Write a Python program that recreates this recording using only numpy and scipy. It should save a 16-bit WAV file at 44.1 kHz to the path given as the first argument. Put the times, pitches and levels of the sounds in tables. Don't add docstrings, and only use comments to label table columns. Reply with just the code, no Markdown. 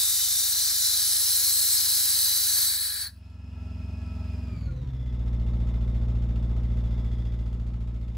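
import sys
import numpy as np
from scipy import signal
from scipy.fft import rfft, irfft, next_fast_len
from scipy.io import wavfile
from scipy.ndimage import uniform_filter1d

SR = 44100
rng = np.random.default_rng(int(sys.argv[2]) if len(sys.argv) > 2 else 0)


def transcribe(u):
    v = np.clip(np.atleast_2d(u).T, -1, 1)
    q = np.round(v * 32767).astype(np.int16)
    wavfile.write(sys.argv[1], SR, q)


N = 360297
T = np.arange(N) / SR

# t/s, level/dB
JET_LEVEL = [(0, -22.5), (1.0, -24), (1.4, -22), (2.63, -22.5), (3.04, -30), (3.075, -38), (3.11, -54),
             (3.17, -66)]
# f/Hz, level/dB
JET_SPECTRUM = [(60, -28), (250, -28), (500, -30.5), (1100, -25.5), (1700, -19), (2700, -23), (3300, -19),
                (3650, -9), (4000, -6), (4600, -7.5), (6200, -7.5), (7600, -9.5), (7950, -10), (8050, 3),
                (8700, -4), (9300, -6), (12500, -4.5), (15700, -10)]
# t/s, tilt/(dB/oct), half length/s
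BRIGHT_SWELLS = [(1.55, 0.12, 0.41)]
# f/Hz, half width/Hz, share at first, open, nearly shut (negative cancels)
OUTLET_MODES = [(1675, 120, 0.27, 0.64, 2.5), (2340, 110, 0.21, 0.22, -0.1), (2800, 100, -0.5, -0.17, -3.3),
                (3114, 140, 0.88, .9, 0.1), (3306, 110, -.9, -.4, 0.3), (3620, 98, 0.31, -0.25, -0.8),
                (4055, 70, 0.84, 1.0, 1.34), (4314, 98, 0.59, 0.64, 0.68), (4470, 88, -1.3, -.4, -0.24),
                (4605, 119, 0.76, 0.397, 2.6), (4930, 90, -0.12, -0.26, -3.8), (5010, 94, 0.26, 0.53, 2.2),
                (5450, 89, 0.87, .2, 1.4), (5720, 62, -0.746, 0.0058, -0.5), (5930, 88.4, 0.2, 0.051, 1.8),
                (6070, 79, 0.36, 0.52, 0.5), (5860, 77.3, 0.02, -0.74, -3), (7045, 120, .9, -0.32, 0.5),
                (8390, 120, 0.22, .3, -0.5), (8660, 120, 0.44, 0.417, 1), (10100, 75, 0.73, 0.45, 2.04),
                (10960, 87, -0.04, 0.53, 0.8), (11100, 78, -1, .3, -1.4), (11950, 190, -0.097, .5, 0.5),
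                (13140, 202, 0.55, .2, 0.9)]
# t/s, gain/dB, half length/s
RING_SWELLS = [(.9, 4.5, 0.2)]
# t/s, f/Hz, slide/(Hz/s), half length/s, half width/Hz, gain/dB
SLIDING_BANDS = [(.15, 3750, -100, .35, 90, 5), (.75, 4130, -350, .45, 80, 6), (1.5, 4270, -300, .5, 80, 5),
                 (1.2, 5200, -300, .25, 80, 8), (1.75, 5380, -250, .5, 60, 5), (.45, 5880, -100, .4, 70, 6),
                 (1.25, 6020, -300, .3, 60, 5), (1.5, 6700, -200, .25, 60, 6),
                 (2.3, 6100, -150, .35, 60, 5), (2.5, 4600, -120, .5, 90, 5), (.9, 6350, -300, .25, 60, 4),
                 (1.0, 8800, -500, .4, 120, 3), (1.1, 10300, -900, .3, 120, 4),
                 (1.0, 11200, -900, .3, 120, 4)]
# (delay/ms, share)
JET_ECHOES = [(0, 2.55, 0.13, 0.77, 0.086, 2.3, 0.12), (.7, 1.9, 0.23, 0.87, 0.11, 1.3, .1),
              (.95, 2.1, 0.14, 0.8, 0.12, 2.4, 0.18), (1.3, 1.44, .1, 1.2, 0.099, 2.1, 0.22),
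              (1.7, 2.35, 0.085, 1.8, .2, 2.1, 0.3), (2.0, 2.22, 0.12, 2.1, .15, 2.1, .1),
              (2.6, 1.83, 0.16, 1.94, 0.18, 2.9, .15), (3.2, 3, .3, 2.2, 0.095, 2.5, 0.22)]
# f/Hz, coherence
JET_COHERENCE = [(900, 1), (1300, 0.93), (1700, 0.81), (2600, 0.71), (4200, 0.91), (5800, 0.79), (6800, 1),
                 (16000, 1)]
# f/Hz, level/dB
JET_BALANCE = [(900, -3), (1410, 1), (2400, -0.5), (4400, 3.5), (6820, 1.5), (8100, 0.5), (15000, 0)]

# t/s, cycle rate/Hz
CYCLE_RATE = [(0, 22.391), (3.35, 22.391), (4.3, 21.99), (4.42, 21.8), (4.54, 20.86), (4.9, 15.89),
              (5.02, 15.23), (5.15, 14.79), (5.5, 14.59), (6.0, 14.55), (7.0, 14.54), (7.5, 14.46),
              (8.17, 14.52)]
# t/s, level/dB
HEARD_LEVEL = [(0, -22), (2.98, -20), (3.16, -14), (3.64, -3), (4.35, 0.5), (4.76, -5), (5.0, -4.5),
               (5.3, -1), (5.55, 0.5), (8.17, 0)]
# order of the cycle, relative level/dB
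WORK_ORDERS = [(1, -41.5), (2, -36.5), (3, 4), (4, 3), (5, -11), (6, -26), (7, -11.5), (8, -12), (9, -10),
               (10, -44), (11, -8.5), (12, -25), (13, -42), (14, -50), (15, -43), (16, -37.5), (17, -27.5),
               (18, -30), (19, -33), (20, -44), (21, -46), (22, -48.5), (23, -51.5), (24, -46.5), (25, -49),
               (26, -41.5), (27, -55), (28, -24), (29, -31), (30, -31)]
# order, relative level/dB
IDLE_ORDERS = [(1, -41.5), (2, -30.5), (3, -8.5), (4, 2.5), (5, -15.5), (6, -26), (7, -13), (8, -4.5),
               (9, -30.5), (10, -47), (11, -34.5), (12, -16), (13, -31), (14, -24), (15, -20.5),
               (16, -17.5), (17, -36.5), (18, -28.5), (19, -36), (20, -57), (21, -43.5), (22, -33.5),
               (23, -31.5), (24, -41), (25, -35.5), (26, -33.5), (27, -47), (28, -47.5), (29, -42),
               (30, -39)]
# f/Hz, half width/Hz, gain/dB
PIPE_MODES = [(58, 10, 4), (78, 8, -15), (100, 9, 13), (124, 9, 12), (143, 10, -10), (245, 20, 9)]
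# t/s, exhaust gain/dB, half length/s
STUMBLES = [(4.585, -2.5, 0.019), (4.67, 4.5, 0.05), (4.8, 0, 0.046)]
KNOCK_DB = [-2, -8, -12, 0]
THUD_DB = [-1, -1, -14, 0]
RAP_DB = [-2, -5, -6, 1]
# f/Hz, level/dB
RUMBLE_SPECTRUM = [(30, 0.5), (60, 14), (130, 13), (250, 5.5), (400, -1.5), (620, -8.5), (750, -9.5),
                   (900, -10.5), (1300, -12), (2200, -17), (4000, -28), (7000, -39)]
# f/Hz, level/dB
CLATTER_SPECTRUM = [(600, -4.5), (1300, 15), (1600, 5), (2200, 9.5), (3400, 10.5), (3800, 4.5), (4400, 7.5),
                    (5500, 0.5), (7500, -0.5), (9000, -6), (11000, -5.5), (13000, -15.5), (15500, -15)]
# t/s, gain/dB, half length/s
CLATTER_SWELLS = [(3.27, 5, 0.098)]
# f/Hz, coherence
ENGINE_COHERENCE = [(150, 1), (400, 0.79), (700, 0.24), (1300, 0.17), (2400, 0.49), (5500, 0.42),
                    (6800, .8), (8500, 1), (16000, 0.95)]
# order, working level/dB, idle level/dB
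TONE_ORDERS = [(28.2, -18.5, -8.5), (29.5, -12.5, -14), (32.28, -25, -5), (33.1, -19.5, -7.5),
               (35.3, -22.5, -6), (36.6, -15.5, -16), (39.1, -26.5, -10), (39.8, -22.5, -9.5),
               (40.9, -17, -14), (43.3, -28, -15), (44.1, -16.5, -6), (48.4, -26.5, -24), (59.8, -12, -11),
               (76, -18, -28), (91, -43, -26.5), (113.6, -10.5, -34.5), (112, -17.5, -25),
               (118.6, -14.5, -25), (126.3, -17.5, -27)]
# f/Hz, half width/Hz, gain/dB
GEARBOX_MODES = [(510, 28, 22), (970, 22, 15), (1260, 45, 16), (1420, 45, 26), (2350, 170, 12)]
# working ratio, idle ratio, 2 x bandwidth/Hz, working/dB, idle/dB, slowing gain/dB
WHINE_PARTIALS = [(1, 1, 160, -3, -15, 3), (1.17, 1.175, 130, -24, 1, 0), (1.88, 1.9, 200, -20, -20, 12),
                  (1.96, 1.97, 120, -4, 1, -1), (2.0, 2.065, 130, 0, -1, 1), (2.82, 2.82, 160, -24, -8, 0),
                  (3, 2.95, 300, -14.5, -10, 4)]
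# t/s, change of order, half length/s
WHINE_BENDS = [(5.7, 2.5, .5), (7.3, -3.5, .25), (7.85, 5, .3)]
# t/s, gain/dB, half length/s
WHINE_SWELLS = [(3.22, 5, .12), (4.45, 1.5, .2), (4.68, 3.5, .15), (5.05, 5.5, .2), (5.7, 1.5, .35),
                (6.92, 3, .1), (7.2, 5, .25), (7.75, -6, .3)]
# f/Hz, level/dB, t60/s
CASING_MODES = [(620.4, -5, 0.065), (852, 0.5, .06), (1295, 3.5, .06), (2070, -3.5, .04), (2500, -5, .03),
                (2770, -2, .03), (3400, -11.5, .025), (4910, -9.5, 0.024), (6500, -11.5, .012),
                (7600, -14.5, .01), (11000, -26, .01)]
# order, level/dB
DRONE_ORDERS = [(31, -73.5), (34, -68.5), (37, -79), (38, -75), (42, -83), (43, -75), (46, -67.5),
                (47, -71), (49, -77.5), (50, -81), (51, -79), (52, -83.5), (54, -80.5), (55, -72.5),
                (56, -72), (57, -74), (58, -86.5), (59, -81.5), (61, -74), (62, -83.5), (63, -78.5),
                (64, -80.5), (65, -82.5), (68, -74.5), (69, -75.5), (70, -78), (71, -85), (72, -79.5),
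                (74, -79), (75, -75.5), (76, -88.5), (77, -84), (79, -76), (80, -79.5), (82, -84.5),
                (85, -82), (87, -79.5), (88, -78), (89, -84.5), (92, -79.5), (93, -85), (99, -87)]

# t/s, f/Hz, level/dB, rise/s, t60/s
WHISTLES = [(2.99, 9560, -36, .08, .03), (3.066, 15000, -47, .012, .06), (2.95, 4450, -41, .125, .04),
            (3.069, 4250, -33, .007, .03), (3.13, 9500, -74, .06, .1), (3.11, 15050, -78, .05, .2)]
# t/s, f/Hz
MONO_CORNER = [(0, 1000), (3.1, 1000), (3.4, 850), (4.4, 830), (5.0, 30), (8.17, 30)]
# f/Hz, phase/rad
PORT_LEAD = [(6900, 0), (7500, .7), (8100, 1.9), (9050, 3.14), (11000, 6.2), (11500, 6.7), (12300, 8.2),
             (13350, 9.42), (15100, 12.5), (16000, 12.57)]

# working/dB, idle/dB, loss while backing away/(dB/s)
EXHAUST_MIX, RUMBLE_MIX, CLATTER_MIX = (-31.5, -25, 4.7), (-46, -47.5, 4.5), (-56, -66.5, 1.5)
TONE_MIX, WHINE_MIX = (-50.5, -54.5, 5.4), (-66.5, -74, 2)
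RAP_MIX, DRONE_MIX = (-71.5, -66, 2.5), (-27.5, 0, 5.5)
WORK_HZ, IDLE_HZ, BACK_AWAY_S = 22.1, 14.7, 6.79


def gain_of(db):
    return np.exp(np.asarray(db) * (np.log(10) / 20))


def unit_rms(x):
    return x / np.sqrt(np.mean(x ** 2) + 1e-20)


def at_hz(points, hz):
    f, value = np.transpose(points)
    return np.interp(np.log(hz + 1), np.log(f + 1), value)


def at_time(rows, t):
    times, *values = np.transpose(rows)
    return [np.interp(t, times, v) for v in values]


def bumps(rows, t):
    return sum(height * np.exp(-((t - peak_s) / half_s) ** 2) for peak_s, height, half_s in rows)


def peak(hz, centre_hz, half_width_hz):
    return 1 / (1 + ((hz - centre_hz) / half_width_hz) ** 2)


def drift(length_s, t=T):
    step_s = .005
    knots = rng.standard_normal(int(N / SR / step_s) + 2)
    knots = unit_rms(uniform_filter1d(knots, max(1, round(length_s / step_s))))
    return np.interp(t / step_s, np.arange(len(knots)), knots)


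def resonate(x, hz, width_hz):
    carrier, pole = np.exp(2j * np.pi * np.cumsum(hz) / SR), np.exp(-np.pi * width_hz / SR)
    return 2 * (carrier * signal.lfilter([1 - pole], [1, -pole], x / carrier)).real


def noise(shape_db, coherence, patchy_db, size=512):
    hop = size // 4
    hz, t = np.fft.rfftfreq(size, 1 / SR)[:, None], np.arange(N // hop + 2) * hop / SR
    a, b, c, d, patches = rng.standard_normal((len(t), len(hz), 5)).T
    patches = unit_rms(uniform_filter1d(uniform_filter1d(patches, size=5, axis=0), size=16, axis=1))
    same, left = np.clip(at_hz(coherence, hz), -1, 1), a + 1j * b
    spectra = np.array([left, same * left + np.sqrt(1 - same ** 2) * (c + 1j * d)])
    spectra *= gain_of(shape_db(hz, t) + patchy_db * patches)
    return unit_rms(signal.istft(spectra, nperseg=size, noverlap=size - hop)[1][:, :N])


def nozzle_db(hz, t):
    turn_s, narrow_s, settle_s = 2.606, .14, 1.4
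    narrow = 1 - np.exp(-np.maximum(t - turn_s, 0) / narrow_s)
    early = np.clip(1 - (t / settle_s) ** 2, 0, 1)
    stretch = 1 - .03 * early * (hz < 7000)
    tilt_db_oct = np.maximum(.45 * (at_time(JET_LEVEL, t)[0] + 22), -6) + bumps(BRIGHT_SWELLS, t)
    hiss_db = at_hz(JET_SPECTRUM, hz / stretch) + tilt_db_oct * np.log2((hz + 500) / 6000)
    bass_cut_db = (18.5 * narrow + 5.5 * early) / (1 + (hz / 700) ** 4)
    treble_cut_db = 7 * narrow / (1 + (4865 / (hz + 1)) ** 8) * (hz < 7950)
    return hiss_db - bass_cut_db - treble_cut_db


def outlet_db(hz, t):
    opened, closing = np.clip((t - .65) / .7, 0, 1), np.clip((t - 2.44) / .84, 0, 1)
    ringing = 0
    for mode_hz, width_hz, first, wide, shut in OUTLET_MODES:
        centre_hz = mode_hz * (1 + .0031 * drift(.48, t))
        share = first + (wide - first) * opened + (shut - wide) * closing + .14 * drift(.41, t)
        ringing += share * peak(hz, centre_hz, width_hz)
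    return (7 + bumps(RING_SWELLS, t)) * ringing


def paths_db(hz, t):
    bands_db = sum(bumps([(s, db, half_s)], t) * peak(hz, f + slide * (t - s), width_hz)
                   for s, f, slide, half_s, width_hz, db in SLIDING_BANDS)
    side = np.array([.5, -.5])[:, None, None]
    echo_offset_ms, left_lead_ms = .0605, .019
    phase_per_ms = 2j * np.pi * hz / 1000
    side_phase = phase_per_ms * side * (hz < 7000)
    paths = at_time(JET_ECHOES, t)
    echo = sum(share * np.exp(phase_per_ms * ms) for ms, share in zip(paths[::2], paths[1::2]))
    echo = echo * np.exp(side_phase * echo_offset_ms) / (1 + (3000 / (hz + 1)) ** 4)
    comb_db = 20 * np.log10((1 + echo) * np.exp(side_phase * left_lead_ms))
    return bands_db + comb_db + side * at_hz(JET_BALANCE, hz)


def jet():
    tail_db = 230 * np.maximum(T - JET_LEVEL[-1][0], 0)
    flutter_db = .43 * drift(.012) + .22 * drift(.1)
    hiss = noise(lambda hz, t: nozzle_db(hz, t) + outlet_db(hz, t) + paths_db(hz, t),
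                 JET_COHERENCE, patchy_db=.877, size=1024)
    return gain_of(at_time(JET_LEVEL, T)[0] - tail_db + flutter_db) * hiss


def part_gain(mix, idle):
    work_db, idle_db, loss_db_s = mix
    distance_db = loss_db_s * np.maximum(T - BACK_AWAY_S, 0)
    return gain_of(at_time(HEARD_LEVEL, T)[0] + work_db + (idle_db - work_db) * idle - distance_db)


def exhaust(cycle_hz, turns, skew, idle, slowing):
    tilt_db_oct = .19 * at_time(HEARD_LEVEL, T)[0]
    orders, power = np.zeros(N), np.zeros(N)
    for (k, work_db), (_, idle_db) in zip(WORK_ORDERS, IDLE_ORDERS):
        pipe_db = sum(db * peak(k * cycle_hz, hz, width_hz) for hz, width_hz, db in PIPE_MODES)
        level_db = work_db + (idle_db - work_db) * idle + slowing * (pipe_db + 3 * drift(.05))
        size = gain_of(level_db + tilt_db_oct * np.log2(max(k / 4, 1)))
        power += size ** 2 / 2
        lag = .3 - idle / 2 + max(k - 8, 0) / 8 + idle * (k > 8) * (k % 2) / 4
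        wander = .002 * k * drift(.3) + .05 * slowing * drift(.04)
        phase = k * turns + skew * (k - 3.5) - lag + wander
        orders += size * gain_of(.06 * k * drift(.15)) * np.cos(2 * np.pi * phase)
    mid = part_gain(EXHAUST_MIX, idle) * gain_of(bumps(STUMBLES, T)) * orders / np.sqrt(power)
    side = gain_of(-29) * idle * np.gradient(mid) * SR / (2 * np.pi * 60)
    return np.array([mid + side, mid - side])


def blows(firing):
    count = firing.astype(int)
    scatter_db = 1.2 * rng.standard_normal(count[-1] + 1)[count]
    blow_db = np.array([KNOCK_DB, THUD_DB])[:, count % 4] + scatter_db
    return uniform_filter1d(gain_of(blow_db) * np.exp(-(firing % 1)), size=60)


def rumble(thud, idle, slowing):
    roar = noise(lambda hz, t: at_hz(RUMBLE_SPECTRUM, hz), ENGINE_COHERENCE, patchy_db=1.02, size=2048)
    pulse = unit_rms(1 + (.2 + 1.2 * idle) * thud)
    return part_gain(RUMBLE_MIX, idle) * gain_of(4 * slowing) * pulse * roar


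def clatter(knock, idle):
    def shape_db(hz, t):
        working = (at_time(CYCLE_RATE, t)[0] - IDLE_HZ) / (WORK_HZ - IDLE_HZ)
        return at_hz(CLATTER_SPECTRUM, hz) + 1.5 * (hz > 9000) * working
    rattle = noise(shape_db, ENGINE_COHERENCE, patchy_db=1.3)
    pulse = unit_rms(1 + (.5 + 4.5 * idle) * knock)
    return part_gain(CLATTER_MIX, idle) * gain_of(bumps(CLATTER_SWELLS, T)) * pulse * rattle


def upper_tones(cycle_hz, turns, idle, slowing):
    out = np.zeros((2, N))
    for k, work_db, idle_db in TONE_ORDERS:
        modes_db = sum(db * peak(k * cycle_hz, hz, width_hz) for hz, width_hz, db in GEARBOX_MODES
                       if .72 * k * WORK_HZ < hz < 1.05 * k * WORK_HZ)
        flicker_db = (3.5 - 1.4 * idle) * drift(.04)
        level_db = work_db + (idle_db - work_db) * idle + flicker_db + slowing * (modes_db - 5)
        phase = k * turns + (.22 - .19 * idle) * drift(.05) + rng.random((2, 1)) / 3
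        out += gain_of(level_db) * np.cos(2 * np.pi * phase)
    return part_gain(TONE_MIX, idle) * out


def rotor_whine(cycle_hz, thud, idle, slowing):
    work_order, slowing_order, idle_order = 116, 112, 120
    settled = idle ** 30
    order = work_order + (slowing_order - work_order) * idle + (idle_order - slowing_order) * settled
    pitch_hz = cycle_hz * (order + bumps(WHINE_BENDS, T)) * (1 + .006 * idle * drift(.31))
    breath = rng.standard_normal((3, N))
    breath = breath[:2] + 2.1 * breath[2]
    out = np.zeros((2, N))
    for work_ratio, idle_ratio, span_hz, work_db, idle_db, slowing_db in WHINE_PARTIALS:
        ratio = work_ratio + (idle_ratio - work_ratio) * settled
        band = unit_rms(resonate(breath, ratio * pitch_hz, span_hz / 2))
        out += gain_of(work_db + (idle_db - work_db) * idle + slowing_db * slowing) * band
    pulse = unit_rms(1 + 1.5 * idle * thud)
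    return part_gain(WHINE_MIX, idle) * gain_of(bumps(WHINE_SWELLS, T)) * pulse * out


def casing_raps(firing, idle):
    scatter_s, scatter_db, attack_s = .002, 2.5, .0008
    count = firing.astype(int)
    onsets = np.flatnonzero(np.diff(count))
    chance = rng.standard_normal((len(onsets), 3, 2))
    places = onsets[:, None] + (scatter_s * SR * (1 + chance[..., 0])).astype(int)
    tap_db = np.array(RAP_DB)[count[onsets + 1] % 4][:, None] + scatter_db * chance[..., 1]
    taps = np.zeros(N)
    taps[np.clip(places, 0, N - 1)] = gain_of(tap_db)
    t, ring = np.arange(3000) / SR, 0
    for hz, db, t60_s in CASING_MODES:
        envelope = np.minimum(t / attack_s, 1) * gain_of(db - 60 * t / t60_s)
        ring += envelope * np.sin(2 * np.pi * hz * t + 2 * rng.random((2, 1)) * (hz < 6800))
    return part_gain(RAP_MIX, idle) * unit_rms(signal.oaconvolve(taps[None], ring)[:, :N])


def drone(turns, idle):
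    cycle, out = np.linspace(0, 1, 2049), np.zeros((2, N))
    for first in range(3):
        k, db = np.transpose(DRONE_ORDERS[first::3])
        start = rng.random(len(k)) + rng.random((2, 1, len(k))) / 3
        phase = k * cycle[:, None] + start
        patterns = (np.sqrt(2) * gain_of(db) * np.cos(2 * np.pi * phase)).sum(-1)
        place = (turns + .0012 * drift(.1)) % 1
        out += gain_of(2.5 * drift(.12)) * np.array([np.interp(place, cycle, p) for p in patterns])
    return part_gain(DRONE_MIX, idle ** 4) * out


def engine():
    cycle_hz, = at_time(CYCLE_RATE, T)
    turns = np.cumsum(cycle_hz) / SR
    idle = np.clip((WORK_HZ - cycle_hz) / (WORK_HZ - IDLE_HZ), 0, 1)
    slowing = np.clip(6 * idle * (1 - idle), 0, 1)
    skew = -.08 + .513 * idle
    firing = 4 * (turns + skew - .02)
    throb = exhaust(cycle_hz, turns, skew, idle, slowing)
    knock, thud = blows(firing)
    return (throb + rumble(thud, idle, slowing) + clatter(knock, idle)
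            + upper_tones(cycle_hz, turns, idle, slowing) + rotor_whine(cycle_hz, thud, idle, slowing)
            + casing_raps(firing, idle) + drone(turns, idle))


def whistles():
    out = np.zeros(N)
    for start_s, hz, db, rise_s, t60_s in WHISTLES:
        pitch_hz = np.full(N, hz)
        band = resonate(rng.standard_normal(N), pitch_hz, width_hz=68)
        tone = unit_rms(resonate(band, pitch_hz, width_hz=70))
        rise = np.sqrt(np.clip((T - start_s) / rise_s, 0, 1))
        out += gain_of(db - 60 * np.maximum(T - start_s - rise_s, 0) / t60_s) * rise * tone
    return out


def scene():
    return jet() + whistles() + engine()


def record(dry):
    low_cut_hz, edge_hz = 36, 15750
    hz, t, side = signal.stft((dry[0] - dry[1]) / 2, SR, nperseg=1024)
    corner_hz, = at_time(MONO_CORNER, t)
    side = signal.istft(side / (1 + (corner_hz / (hz[:, None] + 1)) ** 16), SR, nperseg=1024)[1][:N]
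    size = next_fast_len(N + 4096)
    spectrum = rfft(dry.mean(0) + np.array([side, -side]), size)
    hz = np.fft.rfftfreq(size, 1 / SR)
    spectrum /= np.sqrt(1 + (low_cut_hz / (hz + 1)) ** 10)
    spectrum[1] *= np.exp(1j * at_hz(PORT_LEAD, hz))
    lowpass = signal.firwin(1535, edge_hz, window=("kaiser", 9), fs=SR)
    return signal.oaconvolve(irfft(spectrum, size)[:, :N], lowpass[None], "same")


dry = scene()
out = record(dry)
transcribe(out)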